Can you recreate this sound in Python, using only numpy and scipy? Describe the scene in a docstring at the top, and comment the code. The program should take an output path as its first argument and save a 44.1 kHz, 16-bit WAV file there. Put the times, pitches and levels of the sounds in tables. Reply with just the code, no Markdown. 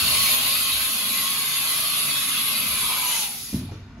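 """A workshop, at the open door of a machining centre, with a stereo microphone pair.
Compressed air blows inside the steel enclosure, which colours its sound. The jet roars, sizzles and
whistles; the whistle sags as the air runs down, the valve shuts and the mechanism lands with a thump
and a rattle. Motors rumble and hum under it all."""
import sys
import numpy as np
from scipy import signal
from scipy.fft import rfft, irfft
from scipy.io import wavfile

SR = 44100
rng = np.random.default_rng(int(sys.argv[2]) if len(sys.argv) > 2 else 0)


def transcribe(signal):
    """Save signal, clipped to [-1, 1], as a 16-bit WAV file at the path in sys.argv[1]."""
    frames = np.atleast_2d(signal).T
    limited = np.clip(frames, -1, 1)
    pcm = np.round(limited * 32767).astype(np.int16)
    wavfile.write(sys.argv[1], SR, pcm)


N = 176400
T = np.arange(N) / SR
FFT, HOP = 2048, 512
HZ, FRAME_S = np.fft.rfftfreq(FFT, 1 / SR), np.arange(N // HOP + 5) * HOP / SR
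SHUT_S, ROAR_T60_S, HISS_T60_S = 3.566, 0.99, 0.41
SINCE_SHUT_S = np.maximum(T - SHUT_S, 0)


def jet(box):
    """Turbulent roar and hiss follow the air flow and die away once the valve shuts."""
    # air flow (time [s], roar gain [dB], hiss gain [dB])
    flow = [(0, 4, 2), (.04, 3.5, 3), (.2, 5.3, 4.5), (.32, 6.5, 4.5), (.342, 5.5, 4.5), (.365, 3, 1.5),
            (.6, 2.5, 3), (.75, 1.5, 0.5), (.9, 0, 1.4), (1.05, 0, -0.1), (1.17, 0.5, 0.5),
            (1.47, -0.7, 0.1), (1.75, -0.4, 1.1), (2.45, 0.16, 0.4), (2.88, 0.2, 0), (3.05, -0.2, -0.5),
            (3.15, 0, 1), (3.235, -2.5, 1), (3.29, -9, -4.5), (3.42, -16, -8), (3.56, -17, -12.5)]
    # spectra of the bare jet (frequency [Hz], density [dB/Hz])
    roar_spectrum = [(200, -100), (500, -81.5), (620, -75), (850, -81.5), (1000, -72.5), (1500, -72),
                     (1830, -75.5), (2050, -66.5), (2200, -68), (2600, -63), (3000, -64.5), (3600, -62),
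                     (4600, -64.5), (5400, -72), (7000, -85.5), (10000, -97), (16000, -115)]
    hiss_spectrum = [(1500, -105), (3000, -87), (5000, -79.5), (6500, -72), (7400, -72), (8200, -71.5),
                     (9000, -63), (9900, -64.5), (10400, -65), (11400, -63.5), (11900, -68.5),
                     (12500, -73.5), (13400, -72), (14500, -69), (15200, -78), (16000, -72)]
    roar_db, hiss_db = over_time(flow, T)
    flutter_db = 0.3 * wander(rate_hz=50)
    roar = pair_noise(over_hz(roar_spectrum) + box + 1.9 * patches(width_hz=210, length_s=0.043))
    hiss = pair_noise(over_hz(hiss_spectrum) + box + 2.5 * patches(width_hz=260, length_s=0.019))
    return (roar * amp(roar_db + flutter_db - 60 * SINCE_SHUT_S / ROAR_T60_S)
            + hiss * amp(hiss_db - 60 * SINCE_SHUT_S / HISS_T60_S))


def stream_resonances(box):
    """Four moving resonances of the air stream; they die away once the valve shuts."""
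    # each (time [s], centre [Hz], level [dB])
    swish = [(2.85, 6944, -64), (3.08, 6700, -33.5), (3.21, 6190, -31.5), (3.28, 5670, -43),
             (3.4, 5400, -41), (3.55, 5200, -44), (3.8, 5030, -68)]  # bright flare as the air runs out
    sizzle = [(0, 12100, -43), (.35, 11840, -28.5), (.65, 11650, -32), (.95, 11400, -34),
              (1.25, 11200, -27.5), (1.5, 11450, -33.5), (2, 11240, -33), (2.6, 11450, -33),
              (2.87, 11320, -29.5), (3.2, 11400, -39), (3.55, 11400, -68)]  # thin band on top of the hiss
    shrill = [(0, 4350, -31.5), (.3, 4330, -30.5), (.4, 4240, -44), (.9, 4270, -71)]  # edge of the opening blast
    moan = [(2.3, 2420, -47), (2.65, 2330, -37), (3, 2290, -36.5), (3.17, 2400, -41), (3.32, 2380, -54.5)]  # hollow note as the whistle sinks
    out = np.zeros((2, N))
    for curve, half_width_hz in (swish, 910), (sizzle, 290), (shrill, 62), (moan, 67):
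        hz, db = over_time(curve, T)
        out += band(hz, half_width_hz, box) * amp(db - 60 * SINCE_SHUT_S / ROAR_T60_S)
    return out


def whistle(box, waver_hz=11.08, flutter_db=0.6, unsteady=0.66):
    """The jet's wavering tone in a skirt of noise; its pitch sinks with the air pressure."""
    # course of the whistle (time [s], pitch [Hz], level [dB], tone's share of the power [0-1])
    course = [(0, 1110, -43, 0), (.13, 1102, -38, 0.3), (.22, 1092, -36.5, 1), (.55, 1088, -38, 1),
              (.85, 1080, -42.5, 0.65), (1.15, 1085, -41, 1), (1.28, 1094, -36.5, 0.83),
              (1.5, 1080, -44, 0.4), (1.95, 1131, -40, 0.59), (2.5, 1120, -44, 0.67),
              (2.77, 1104, -41, 0.2), (2.92, 1030, -34, 0.15), (3.0, 1010, -34, 0.63),
              (3.08, 1006, -31.5, 0.7), (3.16, 924, -38.5, 0.6), (3.27, 833, -44.5, 0.2),
              (3.4, 767, -56, 0.2), (3.55, 704, -86.5, 0.05)]
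    hz, db, clear = over_time(course, T)
    hz += waver_hz * wander(rate_hz=26.6)
    phasor = np.exp(2j * np.pi * np.cumsum(hz) / SR)
    # level and phase stray separately in each channel
    stray = np.array([wander(rate_hz=7) + 1j * wander(rate_hz=8.9) for _ in range(2)])
    tone = unit((phasor * (1 + unsteady * stray)).real)
    skirt = band(hz, half_width_hz=123, box=box)
    blend = np.sqrt(clear) * tone + np.sqrt(1 - clear) * skirt
    return blend * amp(db + flutter_db * wander(rate_hz=26))


def enclosure(direct=0.07):
    """Colour of the steel box in dB: resonances, and a drifting ripple from its many reflections."""
    # cavity resonances (frequency [Hz], width [Hz], lift [dB])
    cavity = [(1240, 70, 4), (1305, 40, 3), (2040, 70, 3), (2392, 30, 3), (2587, 25, 2), (2751, 20, 3),
              (2838, 18, 3), (3042, 35, 2), (3353, 35, 4), (3640, 80, 2), (4015, 45, 2), (4280, 50, 3),
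              (4430, 35, 2), (4588, 45, 4)]
    peaks_db = sum(db / (1 + (2 * (HZ - hz) / width) ** 2) for hz, width, db in cavity)
    reflected = sum(patches(width_hz=22, length_s=0.25) ** 2 for _ in range(2)) / 2
    return peaks_db + 10 * np.log10(direct + (1 - direct) * reflected) + 0.74


def thump(attack_s=0.0053, rattle_t60_s=0.39, room_t60_s=0.47, room_db=-7.5):
    """Each blow of the mechanism rings the panels and shakes loose parts; the workshop answers."""
    # blows (time [s], thud gain [dB], rattle level [dB], roll-off of the panel modes [Hz])
    blows = [(3.528, -24, -41, 400), (3.5423, -14.5, -56, 394), (3.57, -29, -45, 300),
             (3.611, -18, -57, 198), (3.633, -26, -57, 200), (3.666, -21, -61, 125),
             (3.711, -18.5, -43, 125), (3.772, -27, -70, 140), (3.889, -33, -67, 142),
             (3.975, -41, -54, 305)]
    # modes of the enclosure panels (frequency [Hz], relative level [dB], T60 [s])
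    panels = [(54, -24, 0.4), (93.6, -8.5, 0.24), (112, -8.5, 0.19), (155.8, -11.5, 0.42),
              (197.6, 2, 0.084), (234, 6, 0.05), (288, -20, 0.24), (343, -22, 0.12)]
    # spectrum of the rattle (frequency [Hz], relative level [dB])
    rattle = [(100, -27), (350, 1), (470, -12), (600, -7), (830, -18), (1300, -12), (3000, -28),
              (6000, -20), (16000, -62)]
    t, out = T[:SR], np.zeros((2, N))
    rise = np.minimum(t / attack_s, 1)
    loose = unit(pair_noise(over_hz(rattle)))
    for s, thud_db, rattle_db, reach_hz in blows:
        ring = sum(amp(db - 60 * t / t60) * np.sin(2 * np.pi * hz * t) / (1 + (hz / reach_hz) ** 4)
                   for hz, db, t60 in panels)
        shake = np.roll(loose, rng.integers(N), axis=1)[:, :SR] * amp(rattle_db - 60 * t / rattle_t60_s)
        add(out, s, rise * (amp(thud_db) * ring + shake))
    tail = rng.standard_normal(SR) * amp(-60 * t / room_t60_s) * np.minimum(t / 0.016, 1)
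    room = signal.fftconvolve(out, tail[None] / np.linalg.norm(tail), axes=1)[:, :N]
    return out + amp(room_db) * room


def clacks(box, attack_s=0.01, t60_s=0.21):
    """Loose parts knock, each with its own short, rough ring."""
    # knocks (time [s], pitch [Hz], level [dB])
    knocks = [(3.526, 627, -46), (3.686, 805, -43.5), (3.703, 455, -38), (3.966, 654, -50)]
    t, out = T[:SR], np.zeros((2, N))
    envelope = np.minimum(t / attack_s, 1) * amp(-60 * t / t60_s)
    for s, hz, db in knocks:
        ring = band(np.full(N, hz), half_width_hz=85, box=box)[:, :SR]
        add(out, s, ring * envelope * amp(db))
    return out


def motors(bass_hz=110, waver_db=2):
    """The bed under the air: rumble of machine and workshop, with a faint wavering motor hum."""
    # workshop room tone (frequency [Hz], density [dB/Hz])
    shop = [(18, -118), (31, -100), (40, -77), (47, -62), (60, -86), (72, -78.5), (90, -69.5), (115, -74),
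            (155, -67), (195, -71), (228, -65), (275, -70.5), (325, -80.5), (430, -76), (480, -91),
            (800, -84), (1500, -86.5), (3500, -96.5), (6000, -102), (9000, -113), (16000, -130)]
    # swells of the rumble (time [s], gain above the bass [dB], deep bass gain [dB])
    swells = [(0, 7.5, 11), (.2, 2.5, 8), (.5, -2.5, 1), (.75, -3, 7), (1, 0, -2), (1.15, 1.5, -2.5),
              (1.5, -3, -1), (2.1, -0.5, -2), (2.57, -1.5, -6), (2.69, -0.5, 7), (3, -4.5, 1),
              (3.22, -5, 0), (3.48, -4, 9), (4, -2, 3.5)]
    # motor tones (frequency [Hz], rms level [dB])
    tones = [(48.4, -67.5), (140, -57), (299, -64.5)]
    upper_db, bass_db = over_time(swells, FRAME_S)
    deep = 1 / (1 + (HZ / bass_hz) ** 6)
    swell_db = np.outer(upper_db, 1 - deep) + np.outer(bass_db, deep)
    rumble = pair_noise(over_hz(shop) + swell_db + 2.83 * patches(width_hz=42, length_s=0.47))
    hum = sum(amp(db + waver_db * wander(rate_hz=2)) * np.sin(2 * np.pi * (hz * T + rng.random()))
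              for hz, db in tones)
    return rumble + np.sqrt(2) * hum


def pair_noise(db):
    """Noise of the given dB per Hz at the microphone pair; the hiss reaches the right side first."""
    # likeness of the two channels (frequency [Hz], coherence [0-1])
    likeness = [(50, 0.93), (250, .99), (600, 0.85), (1200, 0.68), (2200, 0.4), (3500, 0.055),
                (5700, 0.064), (6600, 0.44), (7400, 0.79), (8400, 1), (9600, 1), (10700, 1), (11500, 1),
                (12200, 0.91), (12700, .98), (13900, 1), (14700, .65), (15400, .97)]
    # phase between them (frequency [Hz], lead of the left [rad])
    lead = [(20, 0), (600, -.1), (1200, -.55), (2000, 0), (4500, .6), (6200, .1), (7000, -.65),
            (7700, -2.6), (8500, -3.14), (9100, -3.45), (9800, -4.8), (10500, -6.15), (11400, -6.35),
            (12000, -7.2), (12500, -9.1), (13400, -9.42), (14100, -9.7), (14700, -11.3), (15300, -12.5)]
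    a, b, c, d = rng.standard_normal((4, len(FRAME_S), len(HZ)))
    left, unrelated = a + 1j * b, c + 1j * d
    same = over_hz(likeness)
    right = (same * left + np.sqrt(1 - same ** 2) * unrelated) * np.exp(-1j * over_hz(lead))
    spectra = np.array([left, right]) * amp(db) * np.sqrt(1.5 * HZ[1])
    return signal.istft(spectra.transpose(0, 2, 1), nperseg=FFT, noverlap=FFT - HOP)[1][:, :N]


def band(centre_hz, half_width_hz, box):
    """Noise through one resonance that can move, coloured by the enclosure, rms 1."""
    centre = np.interp(FRAME_S, T, centre_hz)[:, None]
    return unit(pair_noise(box - 20 * np.log10(1 + ((HZ - centre) / half_width_hz) ** 2)))


def patches(width_hz, length_s):
    """A smooth random field over time and frequency, rms 1."""
    shape = len(FRAME_S), len(HZ)
    white = np.fft.rfft2(rng.standard_normal(shape))
    along_time = 1 + (2 * length_s * np.fft.fftfreq(len(FRAME_S), FRAME_S[1])) ** 2
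    along_hz = 1 + (2 * width_hz * np.fft.rfftfreq(len(HZ), HZ[1])) ** 2
    return unit(np.fft.irfft2(white / along_time[:, None] / along_hz, shape))


def wander(rate_hz):
    """Slow random motion, rms 1."""
    hz = np.fft.rfftfreq(N, 1 / SR)
    return unit(irfft(rfft(rng.standard_normal(N)) / (1 + (hz / rate_hz) ** 2), N))


def over_hz(points):
    """Reads a spectrum on a log-frequency axis."""
    hz, value = np.transpose(points)
    return np.interp(np.log(HZ + 1), np.log(hz + 1), value)


def over_time(rows, t):
    """Reads every column of a curve at the times t."""
    s, *columns = np.transpose(rows)
    return [np.interp(t, s, column) for column in columns]


def add(mix, s, sound):
    """Mixes a sound in at time s."""
    part = mix[:, round(s * SR):][:, :sound.shape[-1]]
    part += sound[..., :part.shape[1]]


def amp(db):
    """Decibels to gain."""
    return 10 ** (np.asarray(db) / 20)


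def unit(x):
    """Scales to rms 1."""
    return x / np.sqrt(np.mean(x ** 2) + 1e-20)


def scene():
    """From the open door: air, motors and the closing thump."""
    box = enclosure()
    air = jet(box) + stream_resonances(box) + whistle(box)
    return air + motors() + thump() + clacks(box)


def record(dry):
    """The microphone's low cut and the recorder's band limit."""
    low_cut = signal.butter(4, 44.6, "high", fs=SR, output="sos")
    band_limit = signal.firwin(511, 15700, window=("kaiser", 9), fs=SR)
    return signal.oaconvolve(signal.sosfilt(low_cut, dry), band_limit[None], "same")


dry = scene()
out = record(dry)
transcribe(out)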